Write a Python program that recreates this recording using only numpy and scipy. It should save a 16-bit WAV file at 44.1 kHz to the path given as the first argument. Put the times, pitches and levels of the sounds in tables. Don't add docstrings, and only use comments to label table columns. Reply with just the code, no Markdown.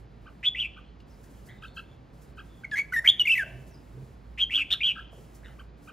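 import sys
import numpy as np
from scipy import signal
from scipy.fft import rfft, irfft, next_fast_len
from scipy.io import wavfile
from scipy.ndimage import uniform_filter1d, map_coordinates

SR = 44100
rng = np.random.default_rng(int(sys.argv[2]) if len(sys.argv) > 2 else 0)


def store_wav(level_fs):
    pcm = np.round(np.clip(np.atleast_2d(level_fs), -1, 1) * 32767)
    wavfile.write(sys.argv[1], SR, pcm.T.astype(np.int16))


def nominal_scale(level):
    x = np.asarray(level, float) / 20
    return 10 ** x


N = 261072

# (peak level in dB, swing in Hz, time of one pitch dip in seconds, dips per second, rate change per second).
TRILLS = [
    ("rise", (0.4285, .064, 2250, 3430, 3400), (-16, 720, 0.466, 155, -1600)),
    ("arch", (.555, .115, 2600, 3200, 2520), (-21, 480, 0.605, 113, -1100)),
    ("swell", (2.755, .053, 2000, 2230, 2330), (-17.5, 270, 2.7865, 95, 1)),
    ("lead", (3.041, 0.035, 1750, 2350, 2350), (-18.5, 500, 3.065, 150, 1)),
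    ("rise", (4.375, .069, 2400, 3260, 3180), (-16.5, 720, 4.4002, 190, -400)),
    ("arch", (4.505, 0.13, 2600, 3250, 2540), (-16, 560, 4.553, 107, -1100)),
    ("burst", (4.702, 0.0472, 2950, 3690, 3620), (-14, 870, 4.7238, 98, 100)),
    ("roll", (4.829, .097, 3050, 3250, 2750), (-16.5, 420, 4.8762, 105, -200)),
]
TRILL_SHAPES = { "rise": [(0, 0, 0, -17.5, 0.99), (.25, .45, 0.016, -9.5, 0.98),
                (.48, .9, 0.023, -2.5, .65), (.62, 0.98, 0, -1.5, .4), (.8, 1, .2, 0, .12),
                (.94, 0.99, .9, -1.5, .09), (1, 0.99, 0.98, -7.5, .07)], "swell": [(0, 0, 0, -11, .5),
                (.2, .1, 0, -9.5, .7), (.4, .85, 0, -4, 1), (.6, .9, 0, -3.5, .9), (.8, 1, 0, -0.5, .2),
                (1, 1, 0.97, -8, .1)], "roll": [(0, 0, 0, -10, 1), (.06, .2, 0, -3.5, .9),
                (.2, .6, 0.027, -.5, .9), (.4, 1, 0, -1, 0.98), (.75, 1, .7, -3, 1), (.9, 1, .95, -7, .9),
                (1, 0.87, 1, -16, .8)], "arch": [(0, 0, 0, -16, .9), (.06, .05, 0, -10.5, 1),
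                (.2, .1, 0, -7.5, .9), (.3, .55, 0, -3.5, .85), (.45, 1, 0, -.5, .75),
                (.53, 1, .15, -.5, .75), (.64, 1, .65, -5, .75), (.9, 1, 0.94, -6, 0.75),
                (1, 0.98, 0.97, -20, .5)], "burst": [(0, 0, 0, -13, .9), (.15, .55, 0, -9, 0.93),
                (.35, .98, 0.031, -3, 1), (.55, 1, 0.44, 0, 0.91), (.8, 1, .9, -1.5, .85),
                (1, 0.95, 1, -20, .7)], "lead": [(0, 0.0045, 0, -14, .7), (.2, .35, 0, -4, .75),
                (.4, .35, 0, -5, .75), (.6, .75, 0, 0, .85), (.9, .9, 0, 0.5, 1), (1, 0.98, 0, -7, 1)], }
TRILL_STYLE = {"rise": (32, 30, .15, .8), "arch": (34, 16, .35, .93), "burst": (17, 30, .25, .8),
               "lead": (24, 40, .2, .8), "swell": (20, 30, .1, .8), "roll": (18, 30, .05, .8)}
# start in seconds,
# length in seconds, first and last pitch in Hz, level in dB.
WHISTLES = [(.546, 0.014, 2300, 1910, -29.5), (2.634, 0.0095, 1610, 1490, -38),
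            (2.642, 0.015, 2400, 2060, -30.5), (2.714, 0.043, 1800, 1630, -30),
            (2.805, .02, 2230, 2240, -31), (2.921, 0.015, 1380, 1540, -29.5),
            (2.933, 0.031, 1928, 1975, -24), (2.960, .039, 1850, 1830, -19),
            (3.073, .011, 2954, 2850, -9.5), (3.0835, .0215, 2897, 3450, -12),
            (3.193, .031, 3060, 2845, -14.5), (3.251, 0.021, 2200, 2050, -25),
            (3.269, .028, 2403, 2350, -17), (3.293, 0.055, 2774, 2586, -16),
            (3.351, 0.03, 2071, 1911, -26.5), (3.376, .061, 2083, 1489, -20),
            (4.496, 0.0083, 2380, 1790, -29), (4.804, .026, 2200, 2440, -26)]
# time in seconds, pitch change in Hz,
# half width in seconds, level lift in dB.
BENDS = [(.558, 500, .003, 3), (.551, -100, .003, 2), (.628, 150, .004, 3), (.663, 100, .002, 3),
         (2.6515, 1, .002, 5), (2.741, 1, .012, 9.5), (2.756, 150, .003, -3), (2.7805, 1, .001, -5),
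         (2.9345, -200, .0012, 4), (2.938, 250, .001, -5), (2.958, -50, .004, -4), (2.9655, -40, .002, 3),
         (2.9725, 1, .002, 2), (2.969, 1, .0015, -3), (2.9765, 1, .002, -4), (2.985, 1, .002, -3),
         (3.082, -250, .002, -3), (3.194, 700, .002, -6), (3.264, 1, .003, -4), (3.292, -150, .0015, -6),
         (2.7925, 1, .001, -5), (2.801, 1, .001, -6), (3.078, 300, .004, 3), (3.0896, 230, .003, 4),
         (3.092, 1, .0007, -14), (3.0969, -100, .0018, -7.5), (3.102, 120, .002, 0.5),
         (3.342, 1, .006, 2.5), (3.415, 1, .012, 1.5), (3.198, 150, .0012, 4), (3.196, 1, .001, -5),
         (3.200, -150, .001, -9), (3.259, 100, .002, 6), (3.274, 370, .003, -2), (3.277, 1, .001, -6),
         (3.320, 400, .003, 1.5), (3.353, 400, .002, 6), (3.379, 330, .004, 3.5), (3.387, -1, .003, -4),
         (3.397, 1.5, .004, 2.5), (4.5414, 50, .0015, 3), (4.580, 0.5, .0015, 2), (4.615, 1, .008, 2),
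         (4.549, 50, .0018, 3), (4.559, 150, .002, 1.5), (4.576, 1, .002, -4), (4.7213, 1, .001, -10),
         (4.730, 1, .0007, -7), (4.7403, 1, .001, -9.5), (4.8095, -200, .0012, -17),
         (4.8152, 451, .0025, -2.5), (4.817, 0, .001, -5)]
# multiple, level in dB, extra dB per 100 Hz of trill swing.
OVERTONES = [(.5, -49.5, 2.0), (1.5, -45, 1.8), (2, -33.5, -0.15), (3, -35.5, .5), (4, -37.5, .3),
             (5, -42, -0.5), (6, -33.5, 0), (7, -48.5, 0)]
# frequency in Hz, gain in dB.
THROAT = [(1000, -5), (1550, 9), (2400, 3), (3300, 8.5), (3900, -2.5), (4400, 0), (5200, -1), (5900, 3),
          (7000, -1), (8200, -0.5), (10000, -7), (12000, 2)]
# time in seconds, gain in dB.
BEAK = [(.45, -6.5), (.6, -8), (2.64, 1), (2.73, 5.5), (2.93, 4), (2.96, 3), (3.04, -1.5), (3.08, .5),
        (3.3, -0.5), (3.35, 4), (3.38, 0), (4.4, -4.5), (4.72, -4.5), (4.83, -7)]
# time in seconds, gain in dB.
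FACING = [(.45, -12), (.6, -7.5), (2.7, -6), (2.8, -5), (2.93, 4), (2.96, -1), (3.1, 2.5), (3.2, -2.5),
          (3.26, 4), (3.3, 1), (3.36, 4), (4.4, -7.5), (4.55, -3.5), (4.75, -5), (4.9, -11)]
# start, length and time to the pitch crest in seconds,
# peak level in dB, octave level in dB.
CHIPS = [
    (0.256, 0.042, 0.018, -48, -9.5),
    (.762, 0.0388, 0.021, -48, -10),
    (1.621, 0.047, .020, -42.5, -3.5),
    (1.763, 0.046, .025, -41, -0.5),
    (2.371, 0.048, .027, -43.5, -6),
    (4.572, 0.036, .018, -43, 6),
    (4.726, 0.037, 0.0266, -43.5, -5),
    (4.952, 0.066, .048, -39, -15),
    (5.584, 0.04, .017, -49, -6.5),
    (5.871, 0.043, 0.02, -46, -5),
]
# time in seconds, level in dB,
# centre in Hz, 60 dB decay in seconds.
TICKS = [(1.002, -56.5, 3160, 0.034), (2.713, -42, 2600, 0.036), (2.78, -54, 333, 0.15),
         (3.0, -56.5, 610, 0.64), (3.418, -51.5, 616, 1.4), (3.55, -53, 323, 0.78),
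         (3.96, -51.5, 375, 0.45), (5.129, -52, 600, 0.087), (5.172, -49, 400, 0.25),
         (3.196, -49, 11500, .012), (5.505, -60, 565, 0.095)]
# start in seconds, length in seconds, first and last pitch in Hz, level in dB.
FAR_CALLS = [(1.085, .03, 4400, 5900, -72), (1.11, .05, 5000, 4750, -72), (1.345, .06, 3050, 3100, -73),
             (1.235, .04, 1800, 1950, -70), (.84, 0.076, 4200, 4200, -75), (1.471, 0.06, 1846, 1794, -53),
             (1.491, 0.043, 3020, 3710, -63.5), (1.559, 0.18, 3720, 3630, -67.5),
             (1.669, 0.13, 4300, 4200, -69), (1.845, 0.13, 3440, 3470, -69), (2.46, .16, 3450, 3400, -69),
             (3.709, 0.055, 5940, 4600, -67), (5.429, 0.009, 1600, 2305, -56),
             (5.444, 0.038, 1848, 1875, -51.5), (5.454, .04, 1500, 1550, -58),
             (1.472, 0.061, 1548, 1602, -61), (1.479, .03, 2900, 3050, -64),
             (5.453, 0.034, 2830, 3020, -58.5), (5.445, 0.029, 3700, 3700, -59.5)]
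# start in seconds, hold in seconds, level in dB.
HISS_SWELLS = [(.002, .003, -77), (.1, .1, -91), (.22, .2, -82), (.78, .01, -83.5), (1.004, .01, -85),
               (1.08, .14, -76), (1.24, .005, -67.5), (1.26, .2, -73.5), (1.305, .006, -69), (1.385, .004, -73),
               (1.466, .008, -65.5), (1.49, .08, -76), (1.63, .04, -71.5), (1.76, .05, -71), (1.84, .11, -84),
               (1.95, .16, -90), (2.14, .16, -74.5), (2.22, .015, -66), (2.37, .25, -75.5), (2.62, .07, -81),
               (2.7, .32, -77), (3.02, .09, -70.5), (3.11, .08, -84), (3.2, .3, -72), (3.5, .17, -74.5),
               (3.674, .008, -66), (3.74, .39, -76), (4.16, .82, -83), (4.98, .02, -75), (5.13, .22, -72),
               (5.352, .004, -64), (5.4, .22, -75), (5.78, .04, -79.5), (5.83, .06, -70.5)]
# frequency in Hz, level in dB per Hz.
AIR = [(3000, -10), (5000, 3.5), (7300, 5), (9300, 2), (11000, -0.5), (15500, 1.5)]
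# start in seconds, length in seconds, first and last pitch in Hz, level in dB.
DRONES = [
    (3.501, .14, 119.8, 136.6, -42.5),
    (3.937, 0.11, 122.5, 138, -39.5),
    (4.521, .15, 288.6, 285, -53.5),
    (5.785, 0.13, 281.5, 303, -55.5),
]
# centre in Hz, width in Hz, level in dB.
HUM_BAND = (126, 23, -63)
# frequency in Hz, level in dB per Hz.
TOWN = [(15, -48.5), (25, -27.5), (37, -15.5), (59, -3.5), (71, -9.5), (81, -12), (126, -9), (165, -11.5),
        (201, -13.5), (366, -19.5), (812, -26), (1580, -33.5), (5000, -47.5), (6500, -67.5), (11000, -120)]
# delay in milliseconds, level in dB.
ECHOES = [(4.5, -17.5), (9, -16), (13.5, -21.5), (18.5, -16.5), (26, -23.5), (33, -26.5), (47, -26)]
# frequency in Hz, correlation.
LIKENESS = [(60, .93), (200, 0.92), (380, 0.652), (700, 0.02), (1290, 0.033), (2380, 1), (4400, 1),
            (8100, .5), (15000, 0.15)]
# frequency in Hz, left minus right in dB.
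LEAN = [(60, -3.5), (250, 0), (500, -1.8), (2000, -0.5)]
# frequency in Hz, gain in dB.
MIC = [(25, -11), (45, 0.0), (8000, 0.0), (9300, -3), (10300, 3.5), (11500, 6.5), (12500, -2), (13000, -32),
       (13800, -32), (14300, 3.5), (15700, -1.5), (16100, -55.5)]
# frequency in Hz, radians the left leads.
LEAD = [(1300, 0.14), (1700, .04), (2200, 0.21), (2500, 0.14), (3200, 0.69), (4500, 0.52), (8000, .8),
        (11000, 1.2), (14000, 1.7)]


def singer():
    tone, effort = np.zeros(N), np.zeros(N)
    shake, air = drift(350), drift(2600)
    for t, hz, level_db, swing, (dip_s, rate, glide), (dip_db, lopsided, slowest) in [*trills(), *whistles()]:
        start = t[0]
        bright_db = np.interp(start, *np.transpose(BEAK))
        facing_db = np.interp(start, *np.transpose(FACING))

        cycle = turns(np.clip(rate + glide * (t - dip_s), slowest * rate, 1.3 * rate))
        cycle = cycle - np.interp(dip_s, t, cycle)
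        dip = np.cos((cycle - lopsided * (1 - np.cos(cycle))) / 2) ** 2

        unsteady = (15 + .11 * swing) * during(shake, start, t)
        pitch = hz + swing * (.3 - 1.3 * dip ** 1.5) + unsteady
        pitch = np.minimum(pitch, 3700 + .35 * (pitch - 3700))
        phase = turns(pitch)

        edge = np.clip(np.minimum(t - start, t[-1] - t) / .0025, 0, 1)
        held = edge * nominal_scale(level_db)
        split_db = .9 * swing / 500 * (level_db - level_db.max()) * (1 - dip) ** 5.0
        loud = held * nominal_scale(-dip_db * dip ** 4.5 + split_db)

        rasp = during(air, start, t)
        breathy = nominal_scale(-32 + bright_db + swing / 70) * rasp * held
        overtones = 0
        for k, db, per_swing_db in OVERTONES:
            treble_db = facing_db * np.clip(k * pitch / 3000 - 2.7, 0, 1)
            over_db = db + bright_db + per_swing_db * swing / 100 + at_hz(THROAT, k * pitch) + treble_db
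            overtones = overtones + nominal_scale(over_db) * np.sin(k * phase)
        rough = 1 + (0.085 + swing / 800) * rasp
        add(tone, start, (loud + breathy) * np.sin(phase) + held * overtones * rough)
        add(effort, start, held * nominal_scale(bright_db))
    return tone * nominal_scale(0.66 * drift(260)), effort


def trills():
    for kind, (start, length, first_hz, top_hz, last_hz), (peak_db, swing_hz, *clock) in TRILLS:
        t = np.arange(start, start + length, 1 / SR)
        share, *shape = np.transpose(TRILL_SHAPES[kind])
        climb, fall, level_db, swing = [np.interp((t - start) / length, share, c) for c in shape]
        swing = np.maximum(swing, 0)
        hz = first_hz + (top_hz - first_hz) * climb + (last_hz - top_hz) * fall
        dip_db, fade_db, lopsided, slowest = TRILL_STYLE[kind]
        dip_db = dip_db * swing ** 1.7 * np.clip(1 + level_db / fade_db, 0, 1)
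        yield t, *bent(t, hz, peak_db + level_db), swing_hz * swing, clock, (dip_db, lopsided, slowest)


def whistles():
    attack_s, release_s, edge_db = .004, .004, -15
    for start, length, first_hz, last_hz, db in WHISTLES:
        t = np.arange(start, start + length, 1 / SR)
        hz = first_hz + (last_hz - first_hz) * ((t - start) / length) ** .6
        inside = np.minimum((t - start) / attack_s, (t[-1] - t) / release_s)
        level_db = db + 20.5 * np.log2(hz / first_hz) + edge_db * np.clip(1 - inside, 0, 1)
        yield t, *bent(t, hz, level_db), 0 * t, (start, 0, 0), (0, 0, 0)


def bent(t, hz, level_db):
    for s, bend_hz, width, lift_db in BENDS:
        bump = np.exp(-((t - s) / width) ** 2)
        hz, level_db = hz + bend_hz * bump, level_db + lift_db * bump
    return hz, level_db


def singer_breath(effort, hiss):
    facing_db = np.interp(np.arange(N) / SR, *np.transpose(FACING))
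    breath = nominal_scale(-45.5) * coloured([(2500, -40), (3500, 1.0), (7500, -3), (9500, -29.5)])
    central = hiss[0] * [[1], [1]] + nominal_scale(-13.5) * hiss
    return effort * (breath + nominal_scale(1.4 * facing_db - 40) * central)


def ticks():
    out, t = np.zeros(N), np.arange(SR // 3) / SR
    puffs = rng.standard_normal((len(TICKS), len(t)))
    for (start, db, hz, t60), puff in zip(TICKS, puffs):
        spread = 1.146 + .25 * np.exp(-t60 / .4)
        band = signal.butter(2, [hz / spread, hz * spread], "band", fs=SR, output="sos")
        dying = puff * nominal_scale(-60 * t / t60) * np.sqrt(SR / hz)
        add(out, start, nominal_scale(db) * signal.sosfilt(band, dying))
    return out


def neighbour():
    out, shake = np.zeros(N), drift(150)
    for start, length, crest, peak_db, octave_db in CHIPS:
        t = np.arange(0, length, 1 / SR)
        uneven = during(shake, start, t)
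        wobble = 2 * np.pi * 46 * (t - crest)
        wobble_hz = 180 * np.tanh(.3 + 1.8 * np.cos(wobble - .3 * np.cos(wobble))) - 45
        crest_hz = 80 * np.exp(-((t - crest) / .013) ** 2)
        base_hz = 1441 + 14 * (peak_db + 41)
        phase = turns(base_hz + crest_hz + wobble_hz + 20 * uneven)
        octave = np.sin(2 * phase) + nominal_scale(-18) * np.sin(3 * phase)
        voice = np.sin(phase) + nominal_scale(octave_db + 3.0 * uneven) * octave
        add(out, start, nominal_scale(peak_db) * np.sin(np.pi * t / length) ** 0.685 * voice)
    return out


def far_birds():
    out, shake = np.zeros(N), drift(120)
    for start, length, first_hz, last_hz, db in FAR_CALLS:
        t = np.arange(0, length, 1 / SR)
        warble_hz = 8.98 / max(length, .04) * during(shake, start, t)
        phase = turns(first_hz + (last_hz - first_hz) * t / length + warble_hz)
        voice = np.sin(phase) + nominal_scale(-18) * np.sin(2 * phase)
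        add(out, start, nominal_scale(db) * np.sin(np.pi * t / length) ** 0.2 * voice)
    return out * nominal_scale(2.7 * drift(90)) * (0.86 + 0.8 * drift(500))


def hiss_level():
    rise_db_per_s, fall_db_per_s, still_db = 700, 280, -101.
    t, level_db = np.arange(N) / SR, np.full(N, still_db)
    for start, hold, db in HISS_SWELLS:
        slope = np.maximum(rise_db_per_s * (start - t), fall_db_per_s * (t - start - hold))
        level_db = np.maximum(level_db, db - np.maximum(slope, 0))
    return level_db


def drones():
    out = np.zeros(N)
    for start, length, first_hz, last_hz, db in DRONES:
        t = np.arange(0, length, 1 / SR)
        phase = turns(first_hz + (last_hz - first_hz) * t / length)
        upper_db = -15 - 12.5 * np.log2(first_hz / 120)
        voice = np.sin(phase) + nominal_scale(upper_db) * (np.sin(3 * phase / 2) + np.sin(3 * phase))
        add(out, start, nominal_scale(db) * np.sin(np.pi * t / length) ** 0.2 * voice)
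    return out * nominal_scale([[-1.7], [1.7]])


def hum():
    hz, width, db = HUM_BAND
    band = coloured([(hz - 3 * width / 2, -60), (hz - width / 2, -3), (hz, 0),
                     (hz + width / 2, -3), (hz + 3 * width / 2, -60)])
    tone = np.sin(turns(56.3 + 1.5 * drift(7.3))) * nominal_scale(-50.5 + 1.8 * drift(4.5))
    return nominal_scale(db) * band + tone * nominal_scale([[-1.4], [1.4]])


def town_floor(hiss_db, tone):
    swell_db = 0.064 * uniform_filter1d(hiss_db + 77.5, size=6000)
    duck_db = 25 * uniform_filter1d(np.abs(tone), size=5000)
    rumble = nominal_scale(-50.5 + swell_db - duck_db) * coloured(TOWN + [(9000, -89.5)])
    return rumble + nominal_scale(-1.5 * duck_db) * hum()


def slaps(x):
    out = np.zeros(N)
    for ms, db in ECHOES:
        add(out, ms / 1000, nominal_scale(db) * x)
    return out


def room(x, t60, side_db):
    t = np.arange(SR) / SR
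    tail = rng.standard_normal((2, SR)) * nominal_scale(-60 * t / t60) * np.minimum(t / 0.031, 1)
    tail = tail / np.sqrt(np.sum(tail[0] ** 2))
    mid, side = signal.fftconvolve(x[None], tail, axes=1)[:, :N]
    return mid + nominal_scale(side_db) * side * [[1], [-1]]


def coloured(spectrum):
    hz = np.maximum(np.arange(N // 2 + 1) * SR / N, 5.)
    mid, side = rfft(rng.standard_normal((2, N)))
    alike, sign = np.clip(at_hz(LIKENESS, hz), -1, 1), np.array([[1], [-1]])
    pair = np.sqrt(1 + alike) * mid + np.sqrt(1 - alike) * side * sign
    return rms_one(irfft(pair * nominal_scale(at_hz(spectrum, hz) + sign * at_hz(LEAN, hz) / 2), N))


def drift(rate):
    knots = rng.standard_normal(int(N / SR * rate) + 2)
    return rms_one(map_coordinates(knots, [np.arange(N) * rate / SR], order=3))


def during(curve, start_s, t):
    return curve[round(start_s * SR):][:len(t)]


def turns(hz):
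    return 2 * np.pi * np.cumsum(hz) / SR


def at_hz(points, hz):
    point_hz, value = np.transpose(points)
    return np.interp(np.log(hz), np.log(point_hz), value)


def rms_one(x):
    return x / np.sqrt(np.mean(x ** 2) + 1e-20)


def add(track, start_s, sound):
    i = round(start_s * SR)
    track[i:i + len(sound)] += sound[:N - i]


def scene():
    tone, effort = singer()
    near = tone + neighbour() + ticks()
    far = far_birds()
    echoes = slaps(near) + nominal_scale(-19.5) * room(near, 0.62, side_db=-13) + nominal_scale(-5.5) * room(far, 0.3095, side_db=-26)

    hiss_db = hiss_level()
    hiss = coloured([(1500, -53.5)] + AIR)
    swelling_hiss = hiss * nominal_scale(hiss_db + 4.0 + 1.2 * drift(21))
    steady = nominal_scale(-81.5) * coloured([(2500, -30.5), (4000, -0.5), (7000, -7.5), (9000, -30.5)])
    air = singer_breath(effort, hiss) + steady + swelling_hiss
    return near + far + echoes + air + town_floor(hiss_db, tone) + drones()


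def low_pass(x):
    return signal.sosfilt(signal.butter(12, 16960, fs=SR, output="sos"), x)


def record(dry):
    size = next_fast_len(N + 4096)
    hz = np.maximum(np.arange(size // 2 + 1) * SR / size, 5.)
    ports = nominal_scale(at_hz(MIC, hz)) * np.exp(.5j * at_hz(LEAD, hz) * [[1], [-1]])
    mix = irfft(rfft(dry, size) * ports, size)[:, :N]
    return low_pass(mix)


dry = scene()
out = record(dry)
store_wav(out)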